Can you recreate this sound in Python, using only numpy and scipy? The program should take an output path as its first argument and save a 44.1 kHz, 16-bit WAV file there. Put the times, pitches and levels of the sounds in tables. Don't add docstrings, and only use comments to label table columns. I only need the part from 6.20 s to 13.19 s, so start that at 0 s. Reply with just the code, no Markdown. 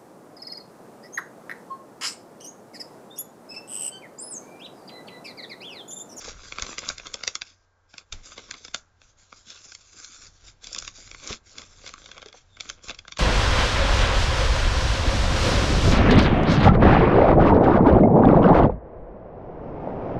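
import sys
import numpy as np
from scipy import signal
from scipy.fft import rfft, irfft, next_fast_len
from scipy.io import wavfile
from scipy.ndimage import map_coordinates

SR = 44100
rng = np.random.default_rng(int(sys.argv[2]) if len(sys.argv) > 2 else 0)


def int16_out(signal):
    q = np.round(np.clip(np.atleast_2d(signal).T, -1, 1) * 32767)
    wavfile.write(sys.argv[1], SR, q.astype(np.int16))


N = 308259

# t/s, level over 5 ms/dB, brightness/(dB per octave)
BUCKLES = [(0.3231, -30, -3.5), (0.3847, -26.5, -5.5), (0.397, -32, -4), (0.423, -23.5, 1.5),
           (0.466, -34.5, -2), (0.582, -26, -2), (0.5903, -30, 7), (0.689, -21.5, 9),
           (0.7002, -29.5, -11.5), (0.782, -34, 0.5), (0.798, -37, -4.5), (0.8691, -33, -1),
           (0.9417, -25, 4), (1.0363, -26.5, -2), (1.0772, -18, -0.5), (1.154, -23.5, 1.5),
           (1.2189, -26.5, -1), (1.74, -42.5, -7), (1.7819, -34.5, 1), (1.924, -33.5, 1.5), (1.927, -31, 3),
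           (2.179, -35, -3.5), (2.311, -29, -1), (2.341, -37, -5.5), (2.4491, -35.5, -1.5),
           (2.4818, -40.5, -3), (2.5456, -22, -0.8), (2.817, -50.5, -5.5), (3.1267, -39, -9),
           (3.303, -38.5, 1), (3.52, -39.5, -1), (3.5501, -36.5, 4.5), (3.8459, -37.5, 5.5),
           (4.4428, -36, 5), (4.4706, -34.5, 0.5), (4.5299, -31, 16), (4.548, -29, 3), (4.562, -33, -0.5),
           (4.583, -33, 3), (4.587, -25.5, 10.5), (4.624, -35.5, -0.5), (4.649, -39.5, 1), (4.6778, -30, 0),
           (4.876, -46, -3.5), (4.914, -37, -1), (4.947, -38, -3), (5.075, -30.5, 11), (5.1287, -29.5, -2),
           (5.3833, -33, 0.5), (5.4182, -41.5, 2), (5.6639, -36, -2), (5.676, -35.5, 0),
           (5.6922, -40, -1.5), (5.739, -35.5, -4), (5.8595, -40, -1.5), (5.9153, -38.5, -2.5),
           (5.9799, -39, -6), (6.019, -44, 0), (6.027, -39, -7), (6.0604, -43.5, -1), (6.0853, -45.5, 3),
           (6.128, -45.5, -3.5), (6.369, -45, -5.5), (6.4022, -37, -4.5), (6.4075, -29.5, 1.5),
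           (6.492, -36.5, 2), (6.4994, -29, -1.5), (6.685, -37, 0), (6.6958, -29.5, -3.5), (6.705, -33, -5),
           (6.711, -35, -6), (6.7469, -43, -1.5), (6.7895, -37.5, -2), (6.851, -45, -14.5),
           (6.881, -37.5, -3), (6.9218, -33.5, 0), (6.9719, -34, -3), (6.9865, -33, 3)]
# f/Hz, gain/dB
SHEET_RESPONSE = [(100, -12), (550, 0.5), (870, -13.5), (1150, -1), (1560, 0.5), (1840, -10.5), (2150, 1),
                  (2600, 0.5), (3080, -7), (3500, 4.5), (4080, -3.5), (4650, 0.4), (7400, -2.5)]
# f/Hz, gain/dB
BUCKLE_RADIATION = [(600, -4.5), (1800, 1.5)]
# t/s, duration/s, hiss level/dB
STROKES = [(0.188, 0.13, -47.5), (1.215, 0.097, -54.5), (1.29, 0.15, -73), (1.664, 0.1, -61),
           (2.007, 0.55, -48.5), (2.778, 0.12, -60), (2.944, 0.11, -58), (3.072, 0.18, -56.5),
           (3.236, 0.28, -46.5), (3.54, 0.25, -57.5), (3.7, 0.37, -46.5), (4.093, 0.14, -62),
           (4.394, 0.3, -47), (4.714, 0.39, -48), (5.224, 0.52, -54), (5.735, 0.21, -56.5),
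           (6.113, 0.067, -53), (6.374, 0.14, -52.5), (6.611, 0.032, -40.5)]
# t of tightest bend/s, build-up/s, rustle level/dB, hiss level/dB
BENDS = [(0.092, 0.33, -44.5, -41.5), (0.239, 0.22, -48, -50), (0.42, 0.21, -47, -47),
         (0.525, 0.23, -40.5, -42.5), (0.703, 0.25, -41, -42.5), (0.87, 0.12, -45.5, -51.5),
         (1.095, 1, -50.5, -51), (1.785, 0.049, -55, -55.5), (2.18, 0.38, -54, -57.5),
         (2.351, 0.33, -53, -71), (4.281, 0.11, -73, -48), (4.57, 0.13, -48.5, -69),
         (5.12, 0.18, -39.5, -35), (5.405, 0.11, -45, -47.5), (5.68, 0.18, -50, -45.5),
         (6.075, 0.85, -52, -65), (6.486, 0.18, -50.5, -65), (6.712, 0.19, -50, -73)]
# f/Hz, relative spectral level/dB
HISS_SPECTRUM = [(700, -22), (1400, -5), (2500, -5.5), (5000, 0.5), (7300, 4)]
# f/Hz, relative spectral level/dB
RUSTLE_SPECTRUM = [(60, -20.5), (170, 8.5), (500, 2), (1100, 5), (3600, -7), (7500, -21.5)]
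# t/s, peak level/dB, f/Hz
BULGE_FLIPS = [(0.077, -33, 453), (0.942, -35, 451), (5.104, -29, 274), (5.971, -41.5, 560),
               (6.056, -36.5, 413), (6.141, -40, 560)]
# t/s, rise time/s, f/Hz, level/dB
CREASE_SQUEAK = (6.28, 0.115, 3650, -57.5)
# start t/s, end t/s, f/Hz, bandwidth/Hz, linear gain
AIR_POCKETS = [(3.8, 4.095, 1490, 485, 0.93), (5.997, 7.0, 3260, 265, 1.3)]
# t/s, level/dB
HAND_PRESSES = [(0.0, -49), (0.72, -49.5), (1.05, -65), (1.86, -72.5), (1.96, -53.5), (3.3, -67),
                (4.3, -53.5), (6.99, -55)]
# t/s, level/dB
LANDINGS = [(0.421, -43.5), (0.692, -46.5), (1.929, -42.5), (5.098, -46), (6.681, -50.5)]
# f/Hz, relative spectral level/dB
BEDDING_SPECTRUM = [(25, 2), (55, -7), (95, -10), (190, -22.5), (1000, -35.5)]
# f/Hz, relative spectral level/dB
AIR_SPECTRUM = [(25, 3), (90, -5.5), (170, -22.5), (480, -12.5), (1500, -13.5), (2600, -29.5)]
# f/Hz, level/dB
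HUM_TONES = [(91, -69.5), (1593, -79.5)]

TOP_HZ = 7700
SHUDDER_S, SHUDDER_SPREAD = 0.0017, 0.25
CHAIN_S, CHAIN_DB = 0.006, -15.5
SETTLE_DB, SETTLE_DB_PER_S = -27.5, 228
LAND_S, SLOWING_DB_PER_S, LIFT_S = 0.05, 15, 0.08
SLIDE_RUSTLE_DB, BUMP_DB, CATCH_DB = -16, -17, -8
SWELL_POWER, LET_GO_S = 1.83, 0.07


def snaps(size=2048, chain_count=3):
    lead = size // 4
    norm_5ms = np.sqrt(0.005 * SR)
    t = (np.arange(size) - lead) / SR
    out = np.zeros(N + size)
    for s, db, brightness in BUCKLES:
        shudder, ring = rng.standard_normal((2, size))
        decay = SHUDDER_S * np.exp(SHUDDER_SPREAD * rng.standard_normal())
        build_up = amp(-13) * np.exp(t / decay / 2)
        shudder = unit(shudder * np.where(t < 0, build_up, np.exp(-np.abs(t) / decay)))
        ring = ring * (t > 0) * np.exp(-t / 0.0092)
        ring = unit(coloured(ring, lambda hz: -10 * np.log10(1 + (hz / 2200) ** 2)))
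        crack = 0.8 * unit(1.0 * (t == 0)) * SHUDDER_S / decay
        lags = rng.uniform(-1, 2.8, chain_count)
        chain = sum(np.roll(unit(crack + shudder), int(SR * CHAIN_S * lag)) for lag in lags)
        push = dispersed(crack + shudder + amp(CHAIN_DB) * chain) + amp(-16.5) * ring
        round_trip_s = 0.0007205 * (1 + rng.random())
        comb = lambda hz: 3.8 * np.cos(2 * np.pi * hz * round_trip_s)
        tilt = lambda hz: brightness * np.log2(np.maximum(hz, 1100) / TOP_HZ)
        snap = coloured(push, lambda hz: radiated_db(hz) + tilt(hz) + comb(hz))
        out[round(s * SR) - lead:][:size] += amp(db) * norm_5ms * snap / np.linalg.norm(snap)
    return out[:N]


def dispersed(x, delay_s=0.001089):
    relative_f = np.fft.rfftfreq(len(x), 1 / SR) / (TOP_HZ / 2)
    phase = np.pi * TOP_HZ * delay_s * (2 * np.sqrt(relative_f) - relative_f)
    return irfft(rfft(x) * np.exp(-1j * phase), len(x))


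def radiated_db(hz):
    return along(SHEET_RESPONSE, hz) + along(BUCKLE_RADIATION, hz)


def rubbing():
    hiss_db, rustle_db = handling_levels()
    fine = slips(rate=2500, spread_db=3) + 0.31 * rng.standard_normal(N)
    coarse = crinkles(rate=300, spread_db=6.5, decay_s=0.0013) + 0.5 * rng.standard_normal(N)
    hiss = coloured(fine, lambda hz: along(HISS_SPECTRUM, hz) + 0.74 * along(SHEET_RESPONSE, hz))
    rustle = coloured(coarse, lambda hz: along(RUSTLE_SPECTRUM, hz) + along(SHEET_RESPONSE, hz))
    hiss = shifting_resonances(hiss, depth_db=5.2, span_hz=330, span_s=0.07)
    rustle = shifting_resonances(rustle, depth_db=4.5, span_hz=254, span_s=0.043)
    ticks = crinkles(rate=70, spread_db=4, decay_s=0.0008)
    ticks = coloured(ticks, lambda hz: radiated_db(hz) + along(RUSTLE_SPECTRUM, hz) / 2)
    catches = coloured(crinkles(rate=45, spread_db=2, decay_s=0.0007), radiated_db)
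    grip = amp(2.2 * wobble(60))
    flexing = grip * rustle + amp(-3) * ticks
    sliding = grip * hiss + amp(CATCH_DB) * catches + amp(BUMP_DB) * finger_bumps()
    return amp(hiss_db) * sliding + amp(rustle_db) * flexing


def handling_levels():
    t = np.arange(N) / SR
    hiss_power, rustle_power = np.full((2, N), 1e-12)
    for s, length, db in STROKES:
        landing = np.clip((t - s) / LAND_S, 0, 1) ** 2
        lifting = np.clip(1 - (t - s - length) / LIFT_S, 0, 1) ** 2
        stroke = landing * lifting * amp(db - SLOWING_DB_PER_S * np.maximum(t - s, 0))
        hiss_power += stroke ** 2
        rustle_power += (amp(SLIDE_RUSTLE_DB) * stroke) ** 2
    for s, build, rustle_db, hiss_db in BENDS:
        swell = np.interp(t, [s - build, s, s + LET_GO_S], [0, 1, 0]) ** SWELL_POWER
        rustle_power += (amp(rustle_db) * swell) ** 2
        hiss_power += (amp(hiss_db) * swell) ** 2
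    settling = amp(SETTLE_DB - SETTLE_DB_PER_S * t[:SR // 2])
    for s, db, _ in BUCKLES:
        after = hiss_power[round(s * SR):][:len(settling)]
        after += (amp(db) * settling[:len(after)]) ** 2
    return 10 * np.log10(hiss_power), 10 * np.log10(rustle_power)


def slips(rate, spread_db):
    strength = amp(spread_db * np.minimum(rng.exponential(size=N), 2.7))
    caught = rng.random(N) < rate / SR
    return unit(caught * strength * rng.choice([-1, 1], N))


def crinkles(rate, spread_db, decay_s):
    energy = signal.lfilter([1], [1, -np.exp(-2 / (decay_s * SR))], slips(rate, spread_db) ** 2)
    return unit(np.sqrt(energy) * rng.standard_normal(N))


def shifting_resonances(x, depth_db, span_hz, span_s, size=256):
    spectra = signal.stft(x, nperseg=size)[2]
    bins, frames = np.indices(spectra.shape)
    grid = [bins * SR / size / span_hz, frames * size / 2 / SR / span_s]
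    knots = rng.standard_normal([int(axis.max()) + 2 for axis in grid])
    patches = unit(map_coordinates(knots, grid, order=1))
    gain = amp(depth_db * np.tanh(patches))
    return unit(signal.istft(spectra * gain, nperseg=size)[1][:N])


def finger_bumps(hz=370, count=420):
    out = np.zeros(N + SR)
    for place, (pitch, strength) in zip(rng.random(count), rng.standard_normal((count, 2))):
        sound = knock(hz * 2 ** (np.clip(pitch, -2, 2) / 2))
        out[int(place * N):][:len(sound)] += np.exp(strength / 2) * sound
    return unit(out[:N])


def bulge_pops():
    out = np.zeros(N)
    for s, db, hz in BULGE_FLIPS:
        sound = knock(hz)
        out[round(s * SR):][:len(sound)] += amp(db) * sound
    return out


def knock(hz, q=1, decay_s=0.008):
    t = np.arange(SR // 12) / SR
    push = rng.standard_normal(len(t)) * t * np.exp(-2 * t / decay_s)
    body = signal.iirpeak(hz, q, SR)
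    out = signal.lfilter(*body, signal.lfilter(*body, push))
    return out / np.abs(out).max()


def pocket_ring(x, fade_s=0.24):
    t = np.arange(N) / SR
    out = np.zeros(N)
    for start, end, ring_hz, width_hz, gain in AIR_POCKETS:
        closed = np.clip(1 + np.minimum(t - start, end - t) / fade_s, 0, 1)
        cavity = signal.iirpeak(ring_hz, ring_hz / width_hz, SR)
        out += gain * closed * signal.lfilter(*cavity, x)
    return out


def squeak(jitter=0.025, jitter_rate=500):
    start, length, hz, db = CREASE_SQUEAK
    pull = np.interp(np.arange(N) / SR - start, [0, length, length + LAND_S], [0, 1, 0])
    pitch_hz = hz * (1 - pull / 20 + jitter * wobble(jitter_rate))
    phase = 2 * np.pi * np.cumsum(pitch_hz) / SR
    tone = np.sin(phase) + amp(-10) * np.sin(2 * phase)
    roughness = np.abs(1 + wobble(jitter_rate / 2))
    return amp(db) * pull * unit(tone * roughness)


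def bedding(thump_decay_s=0.017, thump_pitch_ratio=0.61):
    press_db = np.interp(np.arange(N) / SR, *np.transpose(HAND_PRESSES))
    out = amp(press_db + 2.8 * wobble(11)) * noise(BEDDING_SPECTRUM)
    t = np.arange(SR // 4) / SR
    for s, db in LANDINGS:
        impact = rng.standard_normal(len(t)) * np.exp(-t / thump_decay_s)
        thump = coloured(impact, lambda hz: along(BEDDING_SPECTRUM, hz / thump_pitch_ratio))
        out[round(s * SR):][:len(t)] += amp(db) * unit(thump)
    return out


def room(x, t60=0.3, treble_t60=0.14, places=6):
    t = np.arange(SR // 2) / SR
    place = np.arange(N) // (SR // places) % places
    scatter = rng.standard_normal((places, len(t)))
    low = signal.sosfilt(signal.butter(4, 1900, fs=SR, output="sos"), scatter)
    tails = scatter * amp(-60 * t / treble_t60) + low * amp(-60 * t / t60)
    wet = sum(signal.fftconvolve(x * (place == k), tail / np.linalg.norm(tail))[:N]
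              for k, tail in enumerate(tails))
    return amp(-16.5) * wet


def air_and_hum():
    t = np.arange(N) / SR
    hum = sum(amp(db) * np.sqrt(2) * np.sin(2 * np.pi * hz * t + 0.9 * wobble(16))
              for hz, db in HUM_TONES)
    return amp(-67.5) * noise(AIR_SPECTRUM) + hum


def amp(db):
    return 10 ** (np.asarray(db) / 20)


def unit(x):
    return x / np.sqrt(np.mean(x ** 2) + 1e-20)


def along(points, hz):
    f, db = np.transpose(points)
    return np.interp(np.log(hz + 1), np.log(f), db)


def wobble(rate):
    knots = rng.standard_normal(int(N * rate / SR) + 4)
    return map_coordinates(knots, [np.arange(N) * rate / SR])


def coloured(x, db_of, size=4096):
    hz = np.fft.rfftfreq(size, 1 / SR)
    gain = amp(db_of(hz)) / (1 + (hz / TOP_HZ) ** 30)
    cepstrum = irfft(np.log(np.maximum(gain, 1e-6)))
    cepstrum[1:size // 2] *= 2
    cepstrum[size // 2 + 1:] = 0
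    impulse_response = irfft(np.exp(rfft(cepstrum)))
    return signal.fftconvolve(x, impulse_response)[:len(x)]


def noise(spectrum):
    return unit(coloured(rng.standard_normal(N), lambda hz: along(spectrum, hz)))


def scene():
    paper = snaps() + rubbing() + bulge_pops()
    paper = paper + pocket_ring(paper) + squeak()
    return (paper + room(paper) + bedding() + air_and_hum())[None]


def record(dry):
    size = next_fast_len(N + SR // 2)
    hz = np.fft.rfftfreq(size, 1 / SR)
    high_pass = hz ** 2 / (hz ** 2 + 15 ** 2)
    low_pass = 1 / (1 + (hz / (TOP_HZ - 160)) ** 110)
    return irfft(rfft(dry, size) * high_pass * low_pass, size)[..., :N]


dry = scene()
out = record(dry)
int16_out(out)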